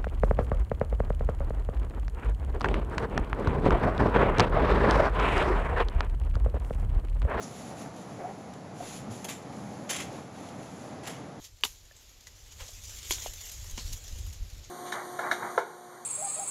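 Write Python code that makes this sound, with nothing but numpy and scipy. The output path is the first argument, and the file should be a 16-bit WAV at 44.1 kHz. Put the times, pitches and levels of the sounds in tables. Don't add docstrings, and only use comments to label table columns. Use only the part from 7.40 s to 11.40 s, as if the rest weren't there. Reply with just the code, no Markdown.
import sys
import numpy as np
from scipy import signal
from scipy.fft import rfft, irfft, next_fast_len
from scipy.io import wavfile
from scipy.ndimage import uniform_filter1d

SR = 44100
rng = np.random.default_rng(int(sys.argv[2]) if len(sys.argv) > 2 else 0)


def transcribe(signal):
    frames = np.atleast_2d(signal).T
    limited = np.clip(frames, -1, 1)
    pcm = np.round(limited * 32767).astype(np.int16)
    wavfile.write(sys.argv[1], SR, pcm)


N = 176400

# (frequency [Hz], relative density [dB])
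BLOWER_SPECTRUM = [(20, -22), (36, -40), (52, -31), (78, -5), (98, -4), (125, 1.5), (185, 1), (290, -1),
                   (370, -7), (500, -6), (790, -5), (950, -12.5), (1250, -14), (1500, -19), (2100, -21.5),
                   (2800, -27.5), (5000, -29.5), (7000, -27.5), (10200, -32.5), (11500, -40), (14000, -90)]
# (frequency [Hz], level [dB])
BLOWER_TONES = [(187, -57.5), (297, -62), (473, -62)]
# (start [s], attack [s], hold [s], release [s], level [dB], start pitch [Hz])
SHEET_RUBS = [(0.84, .005, .016, .01, -36, 645), (0.88, 0.0088, 0.013, 0.016, -45, 696),
              (1.403, 0.0044, 0.0024, 0.0024, -32.5, 702)]
# (start [s], attack [s], hold [s], release [s], level [dB], boom [Hz])
SHEET_BUMPS = [(1.53, 0.035, 0.027, .02, -45.5, 187), (1.586, 0.022, 0.014, 0.015, -38, 122),
               (1.661, 0.024, 0.03, 0.0056, -42.5, 225), (1.667, .03, 0.027, 0.01, -39.5, 119),
               (1.87, 0.012, 0.018, 0.018, -46, 155), (2.14, 0.01, 0.12, 0.058, -44.5, 184)]
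# (start [s], attack [s], hold [s], release [s], level [dB])
SHEET_DRAGS = [(0.287, .0073, 0.029, 0.075, -46.5), (0.395, 0.018, .04, .02, -57),
               (0.444, .002, .0055, 0.021, -43.5), (0.778, 0.023, 0.038, 0.018, -42),
               (0.863, .015, 0.032, 0.022, -44.5), (1.388, 0.026, 0.021, .03, -43.5),
               (1.846, .0025, .0064, 0.0051, -39.5), (2.498, 0.003, 0.016, 0.013, -45.5),
               (2.595, 0.0061, .008, 0.01, -41), (2.78, .003, 0.0036, 0.0092, -41),
               (3.671, 0.0056, 0.017, 0.018, -43.5)]
# (frequency [Hz], relative density [dB])
DRAG_SPECTRUM = [(150, -15.5), (350, -4), (550, 2), (780, 2), (1000, -10.5), (1350, -12), (2200, -18.5),
                 (4000, -44), (10000, -65)]
# (start [s], attack [s], hold [s], release [s], level [dB], treble [dB])
FILM_RUSTLES = [(0.012, 0.011, 0.011, 0.0091, -49, 25), (0, 0.0018, 0.3, 0.08, -52, 5.5),
                (0.136, 0.044, .02, 0.018, -56.5, 2), (0.35, 0.057, .012, 0.04, -49.5, 4),
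                (0.527, 0.047, 0.041, 0.041, -54.5, 3), (0.665, 0.023, 0.32, 0.15, -61, 5),
                (1.335, 0.13, 0.11, 0.027, -44.5, 4.5), (1.697, 0.016, 0.041, 0.14, -48.5, 6.5),
                (2.103, 0.035, 0.38, .05, -59.5, 10), (2.693, 0.031, 0.04, 0.11, -53, 0),
                (2.915, 0.059, 0.12, 0.053, -55.5, 0.5), (3.169, 0.046, 0.26, 0.051, -56, 3.5),
                (3.65, 0.055, 0.017, 0.023, -50, 8)]
# (time [s], level [dB])
FILM_CRINKLES = [(0.271, -53), (.415, -48.5), (1.136, -48), (2.023, -53), (2.126, -56.5), (3.061, -61),
                 (3.087, -47.5), (3.229, -52)]
# (frequency [Hz], relative density [dB])
FILM_SPECTRUM = [(300, 6), (1000, 3), (2200, 7), (3500, 6), (5200, 1.5), (7000, 8.5), (10000, 5),
                 (11500, -5.5), (14000, -19.5)]
# (start [s], attack [s], hold [s], release [s], level [dB], centre [Hz],
# width [Hz])
SHEET_EDGE_SCUFFS = [(0.023, .005, 0.013, .011, -46, 6200, 1890)]
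# (time [s], level [dB])
FIBRE_SNAPS = [(1.846, -33), (1.856, -35), (1.8915, -32), (1.899, -36), (2.4975, -36), (2.5078, -23),
               (2.511, -27), (2.608, -35), (3.674, -35), (3.684, -40)]
# (frequency [Hz], relative density [dB])
SNAP_SPECTRUM = [(300, -10), (1200, 0), (3000, 0.5), (5000, -5.5), (7000, -1.5), (10000, 3), (12000, -6),
                 (14000, -5)]
# (start [s], attack [s], hold [s], release [s], level [dB], treble [dB],
# cell pitch [ratio], cell ringing [dB])
DISC_JERKS = [(1.841, 0.0048, 0.0067, 0.0018, -33.5, -1, 1, -1),
              (1.88, .011, 0.0085, 0.028, -33, -2, 1.12, -8),
              (2.49, 0.0052, 0.027, 0.0066, -31.5, -2.5, 0.97, -6),
              (2.501, .002, 0.0055, 0.0044, -32, 20, 1, -5),
              (2.525, .0043, 0.039, 0.012, -35, -4, 0.99, -5),
              (2.56, 0.0028, 0.0045, 0.0048, -40.5, -1, 1.2, 1),
              (2.581, 0.022, 0.0084, 0.024, -34, -6, .99, -9),
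              (3.63, .0063, 0.038, .012, -44.5, -6, 0.81, -19),
              (3.665, .0055, 0.0097, 0.01, -40, 0, 0.94, -13), (3.691, .006, 0.016, 0.074, -48, -13, 1, -7)]
# (frequency [Hz], relative density [dB])
EDGE_SPECTRUM = [(150, -26), (500, -1.5), (1150, -2.5), (1500, -1.5), (2200, 3.5), (3300, -0.5), (4700, -4),
                 (5700, -1.5), (7100, 4), (8200, 9.5), (10000, 1.5), (11500, -13.5), (14000, -13.5)]
# (base frequency [Hz], width [Hz], relative gain [dB])
CELL_MODES = [(1080, 65, 5.5), (2104, 93, -6), (2320, 52, -7), (2830, 39, -3), (3180, 70, 7), (3320, 62, 9),
              (5530, 38, 6), (6300, 56, 13), (6540, 59, 14), (7160, 80, 6), (9600, 58, -8), (10740, 55, 11)]


def undb(db):
    return 10 ** (np.asarray(db) / 20)


def unit(x):
    return x / np.sqrt(np.mean(x ** 2))


def shape(x, response):
    size = next_fast_len(N + SR // 2)
    hz = np.arange(size // 2 + 1) * SR / size + 1e-6
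    return irfft(rfft(x, size) * response(hz), size)[:N]


def colour(x, spectrum):
    hz, db = np.array(spectrum).T
    return unit(shape(x, lambda f: undb(np.interp(np.log(f), np.log(hz), db))))


def resonance(f, hz, width_hz):
    return 1 / (1 + 1j * (f * f - hz * hz) / (f * width_hz))


def ring(x, hz, width_hz):
    return shape(x, lambda f: resonance(f, hz, width_hz))


def walk(rate_hz):
    span = max(int(SR / rate_hz), 2)
    return unit(uniform_filter1d(uniform_filter1d(rng.standard_normal(N), span), span))


def envelope(start_s, attack_s, hold_s, release_s):
    t = np.arange(N) / SR - start_s
    return np.clip(t / attack_s, 0, 1) * np.exp(-np.maximum(t - attack_s - hold_s, 0) / release_s)


def grains(per_s, spread_db, hiss_db):
    hits = rng.random(N) < per_s / SR
    size = np.minimum(rng.exponential(size=N), 4)
    clicks = hits * undb(spread_db * size) * rng.choice([-1, 1], N)
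    return unit(unit(clicks) + undb(hiss_db) * rng.standard_normal(N))


def strokes(friction, table, shelf_hz=4460):
    treble = shape(friction, lambda f: 1 / (1 + (shelf_hz / f) ** 4))
    return sum(envelope(*times) * undb(db) * unit(friction + (undb(treble_db) - 1) * treble)
               for *times, db, treble_db in table)


def blower(air_db=-43, flicker_db=1, waver_ratio=0.01824):
    out = undb(air_db + flicker_db * walk(7.8)) * colour(rng.standard_normal(N), BLOWER_SPECTRUM)
    for hz, db in BLOWER_TONES:
        phase = 2 * np.pi * np.cumsum(hz * (1 + waver_ratio * walk(12.9))) / SR
        out += undb(db) * np.sqrt(2) * np.sin(phase)
    return out


def room(x, t60_s=0.25, onset_s=0.0068, tail_db=-7):
    t = np.arange(SR) / SR
    tail = rng.standard_normal(SR) * np.exp(-np.log(1000) * t / t60_s) * (1 - np.exp(-t / onset_s))
    reverb = signal.fftconvolve(x, tail / np.linalg.norm(tail))[:N]
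    return (x + undb(tail_db) * reverb) / np.hypot(1, undb(tail_db))


def film(crinkle_decay_s=0.0039):
    creases = colour(grains(per_s=1400, spread_db=2, hiss_db=0), FILM_SPECTRUM)
    crinkles = sum(undb(db) * envelope(s, 0.0005, 0.0026, crinkle_decay_s) for s, db in FILM_CRINKLES)
    return strokes(creases, FILM_RUSTLES) + crinkles * colour(rng.standard_normal(N), FILM_SPECTRUM)


def sheet_edge():
    friction = grains(per_s=1460, spread_db=1.8, hiss_db=-3)
    return sum(undb(db) * envelope(*times) * unit(ring(ring(friction, hz, width_hz), hz, width_hz))
               for *times, db, hz, width_hz in SHEET_EDGE_SCUFFS)


def sheet_rubs(jitter_ratio=0.039, rise_per_s=9.5, overtone_db=-23, grit_db=-18):
    t, out = np.arange(N) / SR, 0
    jitter = 1 + jitter_ratio * walk(500)
    friction = grains(per_s=440, spread_db=1.1, hiss_db=-1)
    grit = undb(grit_db) * unit(ring(ring(friction, 660, 650), 730, 1000))
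    for start_s, attack_s, hold_s, release_s, db, hz in SHEET_RUBS:
        rise = 1 + rise_per_s * np.clip(t - start_s, 0, attack_s + hold_s)
        phase = 2 * np.pi * np.cumsum(hz * jitter * rise) / SR
        groan = np.sqrt(2) * (np.sin(phase) + undb(overtone_db) * np.sin(2 * phase))
        out += undb(db) * envelope(start_s, attack_s, hold_s, release_s) * unit(groan + grit)
    return out


def sheet_scuffs(boom_width_ratio=0.46):
    scuff = grains(per_s=900, spread_db=3.2, hiss_db=-5)
    out = colour(scuff, DRAG_SPECTRUM) * sum(undb(db) * envelope(*times) for *times, db in SHEET_DRAGS)
    for *times, db, hz in SHEET_BUMPS:
        boom = unit(shape(scuff, lambda f: resonance(f, hz, boom_width_ratio * hz) ** 2))
        out += undb(db) * envelope(*times) * boom
    return out


def fibres(decay_s=0.0021):
    crack = colour(rng.standard_normal(N), SNAP_SPECTRUM)
    return crack * sum(undb(db) * envelope(s, 0.0002, 0.0005, decay_s) for s, db in FIBRE_SNAPS)


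def disc(scatter_decay_s=0.00103):
    core = rfft(rng.standard_normal(N) * np.exp(-np.arange(N) / SR / scatter_decay_s))
    slips = grains(per_s=1300, spread_db=1.5, hiss_db=-10.5)
    scattered = irfft(rfft(slips) * core / np.abs(core), N)
    edge, out = colour(scattered, EDGE_SPECTRUM), 0
    for *stroke, pitch_ratio, ring_db in DISC_JERKS:
        scrape = shape(edge, lambda f: 1 + sum(undb(db + ring_db) * resonance(f, hz * pitch_ratio, width)
                                               for hz, width, db in CELL_MODES))
        out += strokes(scrape, [stroke])
    return out


def scene():
    handling = disc() + fibres() + film() + sheet_edge() + sheet_rubs() + sheet_scuffs()
    return (room(handling) + blower())[None]


def record(dry, notch_hz=8560, notch_width_hz=800, notch_db=-22.5, cutoff_hz=13900):
    notched = shape(dry[0], lambda f: undb(notch_db * np.exp(-((f - notch_hz) / notch_width_hz) ** 2)))
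    lowpass = signal.ellip(12, 0.2, 80, cutoff_hz, fs=SR, output="sos")
    return signal.sosfilt(lowpass, notched)[None]


dry = scene()
out = record(dry)
transcribe(out)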